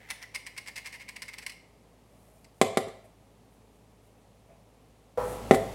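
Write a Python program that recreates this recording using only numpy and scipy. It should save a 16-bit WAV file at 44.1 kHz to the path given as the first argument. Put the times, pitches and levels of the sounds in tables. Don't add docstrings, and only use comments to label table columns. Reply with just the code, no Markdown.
import sys
import numpy as np
from scipy import signal
from scipy.fft import rfft, irfft
from scipy.io import wavfile

SR = 44100
rng = np.random.default_rng(int(sys.argv[2]) if len(sys.argv) > 2 else 0)


def transcribe(u):
    v = np.clip(np.atleast_2d(u).T, -1, 1)
    q = np.round(v * 32767).astype(np.int16)
    wavfile.write(sys.argv[1], SR, q)


N = 253134
TIME = np.arange(N) / SR
RING_S = 5.1745


def from_db(db):
    return 10 ** (np.asarray(db) / 20)


def at_hz(points, hz, axis=1):
    points = np.array(points)
    return np.interp(np.log(np.maximum(hz, 1)), np.log(points[:, 0]), points[:, axis])


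def through(x, response):
    return signal.fftconvolve(x, response)[:N]


def colour(x, spectrum, size=4096):
    log_gain = np.log(from_db(at_hz(spectrum, np.fft.rfftfreq(size, 1 / SR))))
    cepstrum = irfft(log_gain)
    cepstrum[1:size // 2] *= 2
    cepstrum[size // 2 + 1:] = 0
    response = irfft(np.exp(rfft(cepstrum)))
    return through(x, response / np.linalg.norm(response))


def struck(modes):
    t = TIME[:SR]
    return sum(from_db(db - 60 * t / t60) * np.sin(2 * np.pi * hz * t) for hz, db, t60 in modes)


def resonances(modes):
    t = TIME[:SR // 20]
    response = 0
    for hz, width, db in modes:
        peak = from_db(db) * 2 * np.pi * width / SR
        response = response + peak * np.exp(-np.pi * width * t) * np.cos(2 * np.pi * hz * t)
    return response


def burst(start, length, rise, fall):
    age = np.maximum(TIME - start, 0)
    time_falling = np.maximum(age - length, 0)
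    return (1 - np.exp(-age / rise)) * np.exp(-np.minimum(time_falling / fall, 20))


def grains(per_s, spread_db):
    sizes = from_db(spread_db * np.minimum(rng.exponential(1, N), 3)) * rng.choice([-1, 1], N)
    clicks = sizes * (rng.random(N) < per_s / SR)
    return clicks / np.std(clicks)


# (frequency [Hz], relative level [dB per Hz])
AIR_SPECTRUM = [(40, -5), (80, -4), (110, -1.5), (200, 0), (280, -1.5), (335, -8.5), (420, -2.5), (750, -7),
                (1000, -11.5), (1250, -15), (1450, -21), (2100, -19), (5000, -25.5), (10500, -27),
                (16000, -37)]
# (frequency [Hz], level [dB rms])
MOTOR_HUM = [(53.6, -66), (107.3, -68.5)]
AIR_DB = -60.5


def background(step_db):
    air = from_db(AIR_DB) * colour(rng.standard_normal(N), AIR_SPECTRUM)
    hum = 0
    for hz, db in MOTOR_HUM:
        hum = hum + from_db(db) * np.sqrt(2) * np.sin(2 * np.pi * (hz * TIME + rng.random()))
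    return (air + hum) * from_db(step_db * (TIME > RING_S))


# (delay [s], strength [gain])
SURFACE_ECHOES = [(.0012, 0.033), (.0049, 0.091), (0.0333, 0.069)]
# (frequency [Hz], time to fade by 60 dB [s], level [dB])
REVERBERATION = [(100, 0.48, -3.5), (267, 0.28, -15), (494, 0.44, -3), (1200, 0.56, -11.5),
                 (3530, 0.54, -7.5), (8000, 0.49, -11), (15000, 0.23, -7)]


def kitchen(x, build_up_s):
    t = TIME[:SR]
    edges = np.geomspace(70, 17000, 17)
    response = np.zeros(SR)
    for low, high in zip(edges, edges[1:]):
        hz = np.sqrt(low * high)
        t60, level_db = at_hz(REVERBERATION, hz, axis=1), at_hz(REVERBERATION, hz, axis=2)
        band_filter = signal.butter(2, [low, high], "band", fs=SR, output="sos")
        band = signal.sosfilt(band_filter, rng.standard_normal(SR))
        tail = band * from_db(-60 * t / t60) * (1 - np.exp(-(t / build_up_s) ** 2))
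        share = np.sqrt(2 * (high - low) / SR)
        response += from_db(level_db) * share * tail / np.linalg.norm(tail)
    for delay, strength in SURFACE_ECHOES:
        response[round(delay * SR)] += strength
    return x + through(x, response)


# (frequency [Hz], level [dB], time to fade by 60 dB [s])
RING_PARTIALS = [(380, -64, .9), (483.5, -29, 0.2), (497, -28.5, 1.0), (511, -24.5, 0.13), (600, -32, 0.33),
                 (700, -57, 0.4), (720, -45, 1.0), (823, -38.5, 0.98), (990, -58, .45), (975, -36, 0.69),
                 (1120, -68, 0.86), (1320, -44, 1), (1910, -58, 0.98)]
# (frequency [Hz], relative level [dB per Hz])
RING_WASH_SPECTRUM = [(200, -27), (330, -11), (400, 8.5), (600, 7), (700, 4), (850, 1.5), (1050, 3.5),
                      (1400, -4.5), (1900, -11), (2600, -24), (5000, -32)]


def metallic_ring():
    blow = signal.unit_impulse(N, round(RING_S * SR))
    swell = burst(RING_S, 1, rise=0.002, fall=1)
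    partials = swell * through(blow, struck(RING_PARTIALS))
    wash = burst(RING_S, 0.026, rise=0.00066, fall=0.13) * rng.standard_normal(N)
    return partials + from_db(-34.5) * colour(wash, RING_WASH_SPECTRUM)


# (time [s], length [s], soft bump level [dB], rustle level [dB])
TOUCHES = [(2.07, 0.32, -67.5, -71.5), (3.035, 0.024, -55, -70), (4.479, 0.057, -57, -93),
           (5.207, .13, -50, -52.5), (5.507, 0.053, -56, -44)]
# (frequency [Hz], relative level [dB per Hz])
BUMP_SPECTRUM = [(60, -6), (150, 6.5), (350, -11), (520, -5), (660, 10.5), (900, -25), (2400, -13),
                 (5000, -60)]
# (frequency [Hz], relative level [dB per Hz])
RUSTLE_SPECTRUM = [(2000, -33), (6000, -12), (9000, -3.5), (12500, -7.5), (16000, -18)]
FIDGETS, FIDGET_S, FIDGET_DB, FIDGET_SPAN_S = 5, 0.051, -73.5, (1.7, 4.3)


def handling():
    bump, rustle = np.zeros(N), np.zeros(N)
    for s, length, bump_db, rustle_db in TOUCHES:
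        touch = burst(s, length, rise=length / 4, fall=length / 4)
        bump += from_db(bump_db) * touch
        rustle += from_db(rustle_db) * touch
    for s in rng.uniform(*FIDGET_SPAN_S, size=FIDGETS):
        rustle += from_db(FIDGET_DB) * burst(s, FIDGET_S, rise=FIDGET_S / 2, fall=FIDGET_S / 2)
    bumps = colour(bump * rng.standard_normal(N), BUMP_SPECTRUM)
    return bumps + colour(rustle * grains(per_s=3200, spread_db=4.5), RUSTLE_SPECTRUM)


# (time [s], level [dB], contact cut-off [Hz])
COUNTER_HITS = [(2.6142, -7, 11100), (2.772, -11.5, 10800), (2.872, -27.5, 1800), (2.883, -38.5, 12000),
                (5.5100, 0.5, 3320), (5.5361, -14.5, 3600), (5.5435, -17.5, 6000), (5.5464, -21, 13900)]
# (frequency [Hz], level [dB], longest time to fade by 60 dB [s])
THUD_PARTIALS = [(104.7, -12.5, 0.24), (224, -41, 0.01), (237.7, -31.5, 0.31), (278, -13, 0.065),
                 (390.7, -12.5, 0.064), (443, -7, 0.058), (560, -9, 0.025), (525, -22, 0.68),
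                 (662, -5, 0.057), (655, -30, 0.094), (749, -13.5, 0.047), (1044, -13, 0.042),
                 (1237, -20.5, 0.08), (1670, -15.5, 0.024), (1988, -16.5, 0.047), (2184, -20, 0.033),
                 (2400, -39.5, .03), (3700, -49, 0.022)]
# (frequency [Hz], relative level [dB per Hz])
CRACK_SPECTRUM = [(100, -82.5), (400, -11.5), (1200, 8), (1550, 1), (2050, 9.5), (2500, -2.5), (3800, 1),
                  (4700, -5.5), (6200, -6), (7500, 1.5), (8800, -4), (11000, -6), (15500, -20.5)]
HARD_CONTACT_HZ, CRACK_DB, CRACK_DB_PER_OCTAVE = 10800, -9, 4.5
ROCK_S, ROCK_DB = .0052, -9
THUD_DULLING = 0.27


def knocks():
    thud = struck([(hz, db, min(t60, .36, 170 / hz)) for hz, db, t60 in THUD_PARTIALS])
    thuds, cracks = np.zeros(N), np.zeros(N)
    for s, thud_db, contact_hz in COUNTER_HITS:
        octaves_harder = np.log2(contact_hz / HARD_CONTACT_HZ)
        crack_db = thud_db + CRACK_DB + CRACK_DB_PER_OCTAVE * octaves_harder
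        contact = signal.butter(1, min(contact_hz, SR * .45), fs=SR)
        push = signal.butter(1, min(THUD_DULLING * contact_hz, SR * .45), fs=SR)
        blow = from_db(thud_db) * signal.unit_impulse(N, round(s * SR))
        thuds += signal.lfilter(*push, blow + 1e-18)
        snap = burst(s, 0.0003, rise=.0001, fall=0.0065) * rng.standard_normal(N)
        cracks += signal.lfilter(*contact, from_db(crack_db) * snap)
    thuds += from_db(ROCK_DB) * np.roll(thuds, round(ROCK_S * SR))
    knock = colour(cracks, CRACK_SPECTRUM) - through(thuds, thud)
    return signal.sosfilt(signal.butter(4, 150, "high", fs=SR, output="sos"), knock)


# (ratio to the air resonance [1], width [Hz], relative level [dB])
AIR_MODES = [(.46, 110, 7), (.87, 218, 10), (0.998, 140, 22.5), (1.12, 180, -33), (1.24, 136, -3)]


def bottle_air(hz):
    air = resonances([(ratio * hz, width, db) for ratio, width, db in AIR_MODES])
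    return air / np.linalg.norm(air)


HAND_STOPS_S, SETTLE_DB_PER_S = 1.39, 140


def settling_db(s):
    return -SETTLE_DB_PER_S * np.clip(s - HAND_STOPS_S, 0, 1)


# (time [s], frequency [Hz])
AIR_PITCH = [(0.0, 2000), (0.154, 2070), (0.25, 1960), (0.34, 2125), (0.918, 2130), (1.07, 2220),
             (1.55, 2000)]
TIPPED_S, TIPPING_DB, TIPPING_HZ = 0.24, -59.5, 2000
SLIDE_DB = -66.5


def sliding():
    trickle = grains(per_s=1500, spread_db=2.0)
    tipping = from_db(TIPPING_DB) * burst(0, TIPPED_S, rise=0.0014, fall=0.014)
    shifting = from_db(SLIDE_DB + settling_db(TIME))
    usual_hz = np.median(np.array(AIR_PITCH)[:, 1])
    tipping_sound = through(tipping * trickle, bottle_air(TIPPING_HZ))
    return tipping_sound + through(shifting * trickle, bottle_air(usual_hz))


HOLLOW_DB, USUAL_STROKE_DB = -40.5, -38
HOLLOW_FOLLOWS = 0.41
DULLING_DB_PER_S = 2.5


def hollow_gain(db, s):
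    swing_db = HOLLOW_FOLLOWS * (db - USUAL_STROKE_DB)
    return from_db(HOLLOW_DB + swing_db - DULLING_DB_PER_S * s + settling_db(s))


# (ratio to the wall resonance [1], width [Hz], gain [dB])
WALL_MODES = [(.57, 390, 3.5), (1, 680, -2.5), (1.64, 1070, 2.5)]
PACKING_SPAN_S, WALL_SINKS_HZ = (.13, 0.4), (6040, 4920)


def bottle_wall(s):
    wall_hz = np.interp(s, PACKING_SPAN_S, WALL_SINKS_HZ)
    return resonances([(ratio * wall_hz, width, gain_db) for ratio, width, gain_db in WALL_MODES])


# (time the heap lands [s], relative level [dB], length of the spill [s], head start of loose grains [s])
HAND_STROKES = [(0.1026, -25, 0.0065, 0.014), (.226, -37.5, 0.0044, 0.0079), (0.3464, -31.5, 0.014, 0.0048),
                (0.4654, -31, 0.0043, 0.0053), (.577, -32, 0.0052, 0.012), (0.673, -39, 0.016, 0.013),
                (0.757, -38, .031, 0), (0.857, -37.5, 0.018, .012), (.924, -45.5, 0.034, 0),
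                (1.004, -49.5, 0.021, 0.0076), (1.0893, -32, 0.0013, 0.0079), (1.162, -39, 0.0051, 0.0041),
                (1.22, -32.5, 0.0098, 0), (1.28, -42, .013, 0), (1.334, -42, 0.0076, 0.0051),
                (1.382, -39, 0.0088, 0.002), (1.422, -44.5, 0.014, 0.0032), (1.4639, -29.5, 0.0036, 0),
                (1.4959, -34, 0.0047, 0.017), (1.521, -44.5, 0.0025, 0), (2.4445, -50.5, 0.0035, 0)]
# (frequency [Hz], relative level [dB per Hz])
CRACKLE_SPECTRUM = [(400, -13.5), (750, -10), (1050, 0.5), (1400, -10.5), (2100, 12.5), (2700, -2),
                    (3400, -7.5), (4300, -0.5), (5600, -0.5), (6900, -8.5), (8000, -6.5), (10000, -5.5),
                    (12500, -14), (16000, -19)]
LOOSE_DB = -51.5
CLUMP_DB, CLUMP_S = 20.5, 0.0046
CRACKLE_DB = -7.5


def shaker():
    hail, patter = grains(per_s=3500, spread_db=5.5), grains(per_s=5000, spread_db=3.5)
    crackle, hollow = np.zeros(N), np.zeros(N)
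    for s, db, length, lead in HAND_STROKES:
        start = int((s - lead) * SR)
        span = slice(start, start + SR // 7)
        loose = (TIME >= s - lead) & (TIME < s)
        heap = from_db(db) * burst(s, length, rise=0.00019, fall=0.0051)
        spill = hail * (from_db(LOOSE_DB) * loose + heap)
        spill[int(s * SR) + SR // 2000] += from_db(db + CLUMP_DB) * np.exp(-length / CLUMP_S)
        air_push = hollow_gain(db, s) * burst(s, length, rise=0.0036, fall=0.011)
        drive = patter * (hollow_gain(LOOSE_DB, s) * loose + air_push)
        sharp, soft = spill[span], drive[span]
        air = bottle_air(np.interp(s, *np.transpose(AIR_PITCH)))
        crackle[span] += sharp + signal.fftconvolve(sharp, bottle_wall(s))[:len(sharp)]
        hollow[span] += signal.fftconvolve(soft, air)[:len(soft)]
    return from_db(CRACKLE_DB) * colour(crackle, CRACKLE_SPECTRUM) + hollow


def scene():
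    near = kitchen(shaker() + sliding() + knocks() + handling(), build_up_s=0.0023)
    return (near + metallic_ring() + background(step_db=18.0))[None]


def record(dry):
    thin = signal.sosfilt(signal.butter(6, 44, "high", fs=SR, output="sos"), dry)
    top_cut = signal.ellip(10, .1, 80, 16000, fs=SR, output="sos")
    return signal.sosfilt(top_cut, np.clip(thin, -1, 1))


dry = scene()
out = record(dry)
transcribe(out)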